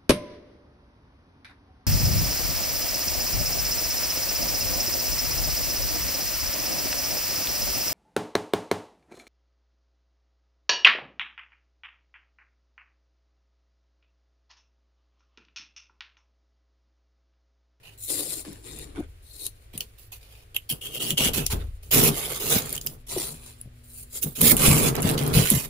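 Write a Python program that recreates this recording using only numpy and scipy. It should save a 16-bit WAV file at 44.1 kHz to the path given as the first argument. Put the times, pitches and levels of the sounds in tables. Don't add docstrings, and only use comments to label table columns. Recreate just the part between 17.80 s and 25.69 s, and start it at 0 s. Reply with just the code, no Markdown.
import sys
import numpy as np
from scipy import signal
from scipy.fft import rfft, irfft, next_fast_len
from scipy.io import wavfile
from scipy.ndimage import uniform_filter1d, map_coordinates

SR = 44100
rng = np.random.default_rng(int(sys.argv[2]) if len(sys.argv) > 2 else 0)


def dump_mix(stems):
    frames = np.atleast_2d(stems).T
    limited = np.clip(frames, -1, 1)
    pcm = np.round(limited * 32767).astype(np.int16)
    wavfile.write(sys.argv[1], SR, pcm)


N = 347949

# frequency in Hz, relative level in dB.
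HISS_SPECTRUM = [(25, -8), (60, -19.5), (105, -1), (170, -25.5), (430, -21), (850, -29.5), (2400, -28.5),
                 (4000, -34), (15500, -52.5)]
# frequency in Hz, level in dB rms, onset in seconds.
HUM_TONES = [(54, -57, 0), (119, -58, 5.1), (242, -63, 5.1)]
# frequency in Hz, gain in dB.
WALL_RESPONSE = [(40, -44.5), (80, -17), (145, -1), (180, -19.5), (220, -5), (320, -11.5), (480, -17.5),
                 (700, -18), (1400, -25), (2500, -44.5)]
# frequency in Hz, half width in Hz, gain in dB.
WALL_RESONANCES = [(159, 12, 9.5), (237, 9.8, 0.5), (401.5, 1.3, 17.5), (450, 15, 10)]
# frequency in Hz, relative level in dB.
SWAY_SPECTRUM = [(11, -61), (18, 4), (70, 2.5), (110, -4.5), (140, -35), (240, -120)]
# time in seconds, level in dB before the left-right balance.
SWAY_LEVEL = [(0.0, -72), (1.27, -40), (1.36, -50.5), (3.25, -58.5), (3.41, -39.5), (3.84, -30), (4.0, -44),
              (4.22, -36.5), (4.55, -48), (5.45, -50), (6.57, -56), (6.74, -33), (7.49, -41.5), (7.56, -26),
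              (7.6, -51.5), (7.89, -46)]
# frequency in Hz, correlation from -1 to 1.
CHANNEL_LIKENESS = [(100, 0.99), (240, 0.68), (480, 0.36), (950, -0.67), (1900, 0.064), (3800, -0.15)]
# start in seconds, peak in dB before the balance and mix gain,
# first pitch in Hz, settled pitch in Hz.
WALL_THUMPS = [(0.664, -37, 404, 162), (1.178, -23.5, 323, 292), (1.940, -35.5, 308, 136),
               (2.908, -37, 293, 133), (3.31, -26.5, 259, 129), (3.387, -26.5, 324, 205),
               (3.46, -20, 266, 198), (3.567, -20, 263, 146), (3.72, -23.5, 129, 69),
               (4.744, -14.5, 239, 132), (5.363, -22, 410, 304), (5.843, -38.5, 139, 119.5),
               (6.44, -22.5, 263, 135), (6.619, -15.5, 220, 118), (6.876, -9, 164.7, 131.4),
               (7.238, -10.5, 196.4, 136), (7.549, -10, 205, 110.4), (7.714, -16, 293, 119)]
# time in seconds, peak in dB before the mix gain, pitch in Hz.
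CRUST_SNAPS = [(.731, -31.5, 8300), (0.989, -27.5, 9600), (1.203, -37, 2230), (1.666, -14, 10000),
               (1.9782, -15.5, 11600), (2.0073, -13, 4830), (2.747, -26, 3070), (2.765, -10, 2700),
               (3.306, -5.5, 3160), (3.506, -32, 3170), (3.667, -11, 11700), (3.665, -6, 5260),
               (4.703, -9, 9000), (4.928, -12, 11200), (4.965, -17.5, 10960), (5.065, -11, 13200),
               (5.071, -13, 4560), (5.814, -22.5, 10260), (6.429, -13, 7500), (6.616, 1, 11000),
               (6.768, -4, 10300), (7.154, -12.5, 2830), (7.205, -20, 10000), (7.229, -17, 6700),
               (7.298, -9.5, 3930), (7.383, -23, 4600), (7.436, -19.5, 10180), (7.56, -31, 1400),
               (7.673, -8, 2200), (7.703, 1.5, 11300)]
# start in seconds, end in seconds, typical peak in dB before the mix gain.
PRISING_SPELLS = [(4.817, 5.032, -22), (7.16, 7.52, -14)]
# frequency in Hz, gain in dB.
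CRUSHED_ICE = [(150, -43.5), (400, 1), (700, -9), (1700, -12), (2500, -4), (4500, -2), (6000, -4.5),
               (7200, -1.5), (8000, -4), (9800, 2), (11500, 4.5), (13000, -5.5), (14500, 3.5),
               (15500, -0.5)]
# frequency in Hz, half width in Hz.
POCKET_RESONANCES = [(7300, 240), (9200, 1100)]
# spoon ring in Hz, spoon ring in dB before the mode factor,
# pocket weight in dB, left-right balance in dB, box resonance in dB.
BRUSH = (4100, 5.3, 10.7, 3.9, 24)
GRAZE = (2682, 5.5, -2.5, -0.5, -19.5)
RASP = (3046, 16, 1.6, 1.4, 9.6)
SCOOP = (3419.5, 1, 4, -2, 0)
SLIDE = (4346, 6.5, 12.5, -2.5, 4)
DIG = (2080, 5, 7.5, -6, 6.5)
RUSTLE = (4080, 16, 7.8, 5.5, 25)
# start in seconds, attack in seconds, length in seconds,
# crush level in dB before the mix gain, swell over the hold in dB, wall boom in dB before the wall gains,
# tilt in dB per octave, contact.
SPOON_STROKES = [(0.026, 0.0067, 0.11, -55, -3, -62, -6, GRAZE),
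                 (0.175, 0.067, 0.17, -38.5, -4, -79, 4, BRUSH),
                 (.275, 0.024, 0.34, -30, -7, -47.5, -0.5, BRUSH),
                 (0.642, 0.0072, 0.24, -47, -13, -52, -7, BRUSH),
                 (.82, 0.033, .22, -48.5, 4, -51.5, -5, BRUSH),
                 (1.05, 0.012, 0.15, -56.5, -1, -53, -8, BRUSH),
                 (1.147, 0.012, 0.093, -42.5, -10, -47, -12, BRUSH),
                 (1.421, 0.096, .245, -49, 10, -73, 2, RUSTLE),
                 (1.929, 0.0079, .065, -50, -4.5, -48, -3.5, GRAZE),
                 (2.008, 0.0014, 0.022, -34, -6.5, -57, -1.5, SCOOP),
                 (2.177, 0.0083, 0.096, -53.5, -5, -70, 0.5, GRAZE),
                 (2.318, 0.00092, 0.057, -38.5, -15.5, -63, -2, GRAZE),
                 (2.386, 0.032, .25, -54.5, -8, -69, -4, GRAZE),
                 (2.743, 0.0014, 0.025, -43.5, -2.5, -62.5, -1.5, RASP),
                 (2.889, 0.012, 0.036, -24, -7, -31.5, 2, RASP),
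                 (3.008, 0.005, 0.17, -44.5, 6, -49, -1, RASP),
                 (3.192, 0.014, 0.13, -27, -5.5, -36, -1.1, RASP),
                 (3.371, 0.0015, 0.11, -30, 7, -35.5, -2.6, RASP),
                 (3.532, 0.0019, 0.062, -26, 1, -28.5, -2, GRAZE),
                 (3.696, 0.0094, 0.032, -31, 0.5, -27.5, -4, SCOOP),
                 (3.759, 0.027, 0.06, -58.5, 12, -56, -10, SCOOP),
                 (4.024, 0.0068, 0.15, -54.5, -8, -54, -1.5, SCOOP),
                 (4.107, 0.032, 0.18, -16.5, -5, -17, -2.5, SCOOP),
                 (4.309, 0.073, 0.27, -34, -3.5, -42.5, -3, SCOOP),
                 (4.597, 0.12, .19, -21, -6.5, -27, -2.5, SCOOP),
                 (4.791, 0.0065, 0.19, -37.5, -9, -37, -4.5, SCOOP),
                 (5.013, .006, 0.14, -43.5, -10, -39.5, 1, SCOOP),
                 (5.265, 0.047, .26, -35.5, -5, -41.5, -2, SLIDE),
                 (5.536, 0.0049, 0.29, -49.5, -13, -54.5, -4, SLIDE),
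                 (6.03, 0.01, 0.2, -56.5, 17.5, -73, 1.5, SLIDE),
                 (6.299, 0.071, 0.088, -40, -2, -54.5, -1, SLIDE),
                 (6.412, 0.02, 0.017, -25.5, 8.5, -35, 2, SCOOP),
                 (6.551, 0.005, 0.046, -36, 4.5, -33, 1, SCOOP),
                 (6.605, 0.0041, 0.11, -22, 5.5, -24.5, 0, DIG),
                 (6.767, 0.009, 0.32, -23.5, 0.5, -21, -3, DIG),
                 (7.135, .012, 0.065, -35, -5.5, -18.5, -12.5, DIG),
                 (7.223, .002, 0.12, -29.5, -1, -22, -5.5, DIG),
                 (7.369, .012, 0.21, -35.5, -1.5, -24, -5, DIG),
                 (7.529, 0.012, 0.18, -19.5, -16, -22.5, -2.5, DIG),
                 (7.694, 0.0023, 0.16, -24.5, -12, -31.5, -1.5, DIG)]

HISS_DB = -57
FIZZ_DB, FIZZ_TILT = -66.5, -1
FIZZ_DRIFT_DB = 4
TOP_HZ = 15650
ATTACK_DB = 14
CRUSH_RELEASE_DB_PER_S, CRUMBS_DB, CRUMBS_DB_PER_S = 803, -19, 124
WALL_LAG_S, WALL_ATTACK_S, WALL_RELEASE_DB_PER_S = 0.021, 0.013, 307.5
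FADE_IN_S = 0.0026
RELEASE_S = .25
BODY_HZ, BODY_WIDTH_HZ, BODY_DB_PER_DB, BODY_FROM_DB = 1040, 100, 0.4165, -20
CRACKLE_SCATTER_DB, CRACKLE_HZ, CRACKLE_OCTAVES = 2.5, 7000, 0.6
SNAP_CUT_DB_PER_OCTAVE = 1


def amp(db):
    return 10 ** (np.asarray(db) / 20)


def unit(x):
    return x / np.sqrt(np.mean(x ** 2) + 1e-20)


def along(points, hz):
    f, v = np.transpose(points)
    return np.interp(np.log(hz + 1), np.log(f + 1), v)


def curve(rows):
    return np.interp(np.arange(N) / SR, *np.transpose(rows))


def wobble(rate, size):
    knots = rng.standard_normal(int(size * rate / SR) + 4)
    return map_coordinates(knots, [np.arange(size) * rate / SR])


def bump(hz, centre, width):
    return 1 / (1 + ((hz - centre) / width) ** 2)


def coloured(x, gain_db):
    m = 2 * next_fast_len(x.shape[-1] // 2 + 2048)
    gain = amp(gain_db(np.fft.rfftfreq(m, 1 / SR)))
    cepstrum = irfft(np.log(gain + 1e-6), m)
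    cepstrum[..., 1:m // 2] *= 2
    cepstrum[..., m // 2 + 1:] = 0
    response = np.exp(rfft(cepstrum))
    return irfft(rfft(x, m) * response, m)[..., :x.shape[-1]]


def spread(pair):
    m = next_fast_len(N)
    likeness = np.clip(along(CHANNEL_LIKENESS, np.fft.rfftfreq(m, 1 / SR)), -1, 1)
    turn = np.arccos(likeness) / 2
    mid, side = irfft(rfft(pair, m) * [np.cos(turn), np.sin(turn)], m)[:, :N]
    return np.array([mid + side, mid - side]) / np.std(mid)


def add(track, s, x):
    i = max(round(s * SR), 0)
    track[..., i:i + x.shape[-1]] += x[..., :N - i]


def fractures(size, rate, scatter_db, lag=.0005):
    count = int(size * rate / SR)
    when = rng.integers(0, size, count)
    sign = rng.choice([-1, 1], count)
    push = sign * amp(scatter_db * np.clip(rng.standard_normal(count), -2, 2))
    sides = []
    for _ in range(2):
        delay = (rng.random(count) * lag * SR).astype(int)
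        sides.append(np.bincount(when + delay, push, size)[:size])
    return np.array(sides)


def chunky(pair, depth_db, size):
    z = signal.stft(pair, nperseg=size)[2]
    field = uniform_filter1d(rng.standard_normal(z.shape[1:]), 2, 0)
    field = uniform_filter1d(field, size=10, axis=1)
    return signal.istft(z * amp(depth_db * unit(field)), nperseg=size)[1][:, :pair.shape[1]]


def compartment(x, tail_db, tail_t60):
    t = np.arange(SR // 6) / SR

    def echoes(t60):
        return unit(rng.standard_normal((2, len(t))) * amp(-60 * t / t60)) / np.sqrt(len(t))

    paths = amp(-4) * echoes(.018)
    paths += amp(min(tail_db, -6)) * echoes(tail_t60)
    paths[:, 0] += 1
    return signal.fftconvolve(x, paths, axes=1)


def ice_colour(hz, tilt, ring_hz, ring_db, pocket_db, pan_db, box_db):
    ice = along(CRUSHED_ICE, hz) + tilt * np.log2(np.maximum(hz, 1500) / 5000)
    bowl_modes = bump(hz, 0.94 * ring_hz, 170) + bump(hz, 1.046 * ring_hz, 180)
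    spoon = ring_db * bowl_modes * 0.7
    box = box_db * bump(hz, 280, 71)
    pocket = pocket_db * sum(bump(hz, centre, width) for centre, width in POCKET_RESONANCES)
    lean = pan_db + along([(400, -1.0), (1500, -6.0), (4500, 0.5), (9500, 1), (14000, -10.0)], hz)
    return ice + spoon + box + np.array([pocket + lean / 2, 0.046 * pocket - lean / 2])


def background():
    hiss = spread(coloured(rng.standard_normal((2, N)), lambda hz: along(HISS_SPECTRUM, hz)))

    def fizz_colour(hz):
        return ice_colour(hz, FIZZ_TILT, ring_hz=4330, ring_db=5, pocket_db=8, pan_db=0, box_db=10)

    fizz = unit(coloured(rng.standard_normal((2, N)), fizz_colour))
    fizz_level = amp(FIZZ_DB + FIZZ_DRIFT_DB * wobble(29, N))
    t = np.arange(N) / SR
    hum = np.zeros(N)
    for hz, db, s in HUM_TONES:
        tone = np.sqrt(2) * np.sin(2 * np.pi * hz * t + 0.25 * wobble(3.0, N))
        hum += amp(db) * tone * np.clip((t - s) / 0.17, 0, 1)
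    return hiss * amp(HISS_DB) + fizz * fizz_level + hum


def hold_db(t, attack, length, swell_db):
    rise = np.clip(t / max(attack, 1 / SR), 0, 1)
    held = np.clip((t - attack) / max(length - attack, 1 / SR), 0, 1)
    return ATTACK_DB * (rise - 1) + swell_db * held


def push():
    power = np.zeros(N)
    for s, attack, length, _, swell_db, wall_db, *_ in SPOON_STROKES:
        t = np.arange(int((length + RELEASE_S) * SR)) / SR
        db = wall_db + hold_db(t, attack + WALL_ATTACK_S, length, swell_db)
        db -= WALL_RELEASE_DB_PER_S * np.maximum(t - length, 0)
        add(power, s + WALL_LAG_S, amp(db) ** 2)
    return np.sqrt(power)


def wall():
    knocks = np.array([fractures(N, 900, 4.1)[0] for side in range(2)]) * amp(0.61 * wobble(42, N))

    def panel(hz):
        modes = sum(db * bump(hz, centre, width) for centre, width, db in WALL_RESONANCES)
        return along(WALL_RESPONSE, hz) + modes

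    boom = spread(coloured(knocks, panel)) * push() * amp(-2.5)
    rumble = coloured(rng.standard_normal((2, N)), lambda hz: along(SWAY_SPECTRUM, hz))
    sway = spread(rumble) * amp(curve(SWAY_LEVEL))
    return (boom + sway) * amp([[.8], [-.8]])


def thumps(cycles=24, attack=0.008, settle=0.0193, rattle_db=6.5):
    out, t = np.zeros(N), np.arange(SR // 5) / SR
    for s, db, first_hz, settled_hz in WALL_THUMPS:
        pitch = settled_hz + (first_hz - settled_hz) * np.exp(-t / settle)
        turns = np.cumsum(pitch) / SR
        decay = amp(-60 * turns / cycles + rattle_db * wobble(134, len(t)))
        fade = (1 - np.exp(-t / attack)) * decay
        jolts = .7 * wobble(220, len(t)) + .35 * wobble(900, len(t))
        wave = fade * np.sin(2 * np.pi * turns + jolts)
        add(out, s, amp(db) * wave / np.abs(wave).max())
    return out * amp([[1.3], [-1.3]])


def crackle(count=8):
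    rows = []
    for start, end, db in PRISING_SPELLS:
        when = start + (end - start) * (np.arange(count) + rng.random(count)) / count
        size, octaves = rng.standard_normal((count, 2)).T
        pitch = CRACKLE_HZ * 2 ** (CRACKLE_OCTAVES * octaves)
        rows += zip(when, db + CRACKLE_SCATTER_DB * size, pitch)
    return rows


def snaps(t60=0.0039, lead=0.0045, crumble_db=-22, crumble_t60=0.03, ring_db=12):
    out, t = np.zeros((2, N)), np.arange(-SR // 100, SR // 16) / SR
    crumbs = amp(crumble_db - 60 * np.abs(t) / np.where(t < 0, .025, crumble_t60))
    for s, db, pitch in CRUST_SNAPS + crackle():
        decay_t60 = t60 * np.sqrt(CRACKLE_HZ / pitch)
        crack = amp(-60 * np.abs(t) / np.where(t < 0, lead, decay_t60))
        burst = chunky(rng.standard_normal((2, len(t))), depth_db=5.0, size=128) * (crack + crumbs)

        def colour(hz):
            octaves_below = np.log2(np.maximum(.35 * pitch / (hz + 1), 1))
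            shard = ring_db * bump(hz, pitch, .3 * pitch) - SNAP_CUT_DB_PER_OCTAVE * octaves_below
            return shard + ice_colour(hz, tilt=0.86, ring_hz=2920, ring_db=10.0, pocket_db=4.5,
                                      pan_db=-0.5, box_db=-5.5)

        heard = coloured(compartment(burst, tail_db=-7, tail_t60=0.099), colour)
        add(out, s + t[0], heard * amp(db) / np.abs(heard.mean(0)).max())
    return out


def effort(attack, length, swell_db):
    t = np.arange(int((length + RELEASE_S) * SR)) / SR
    after = np.maximum(t - length, 0)
    release = np.maximum(amp(-CRUSH_RELEASE_DB_PER_S * after), amp(CRUMBS_DB - CRUMBS_DB_PER_S * after))
    return amp(hold_db(t, attack, length, swell_db)) * (1 - np.exp(-t / FADE_IN_S)) * release


def crunch(rate=2600, scatter_db=2.0, clump_db=0.5, clump_rate=280, judder_db=1.12, tremor_db=3.0,
           powder_db=-8, chunk_db=3.0, crust_rate=130, crust_db=-6):
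    out = np.zeros((2, N))
    for s, attack, length, crush_db, swell_db, _, tilt, contact in SPOON_STROKES:
        size = SR
        grains = unit(fractures(size, rate, scatter_db))
        grains += amp(powder_db) * rng.standard_normal((2, size))
        grains += amp(crust_db) * unit(fractures(size, crust_rate, scatter_db=4.5))
        slips = amp(clump_db * wobble(clump_rate, size) + judder_db * wobble(57.5, size)
                    + tremor_db * wobble(19, size))
        level = amp(crush_db) * effort(attack, length, swell_db)[:size]
        force = unit(chunky(grains, chunk_db, size=256) * slips)[:, :len(level)] * level
        body_db = BODY_DB_PER_DB * max(crush_db - BODY_FROM_DB, 0)

        def colour(hz):
            return ice_colour(hz, tilt, *contact) + body_db * bump(hz, BODY_HZ, BODY_WIDTH_HZ)

        heard = coloured(compartment(force, tail_db=-9.0, tail_t60=0.15), colour)
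        add(out, s, heard * np.linalg.norm(force[0]) / np.linalg.norm(heard.mean(0)))
    return out


def scene():
    return background() + wall() + amp(0.5) * thumps() + amp(-1.3) * snaps() + amp(2.0) * crunch()


def record(dry):
    m = next_fast_len(N + SR // 4)
    rounded = dry / (1 + (dry / .85) ** 4) ** .25
    passed = .5 - .5 * np.tanh((np.fft.rfftfreq(m, 1 / SR) - TOP_HZ) / 110)
    return irfft(rfft(rounded, m) * passed, m)[:, :N]


dry = scene()
out = record(dry)
dump_mix(out)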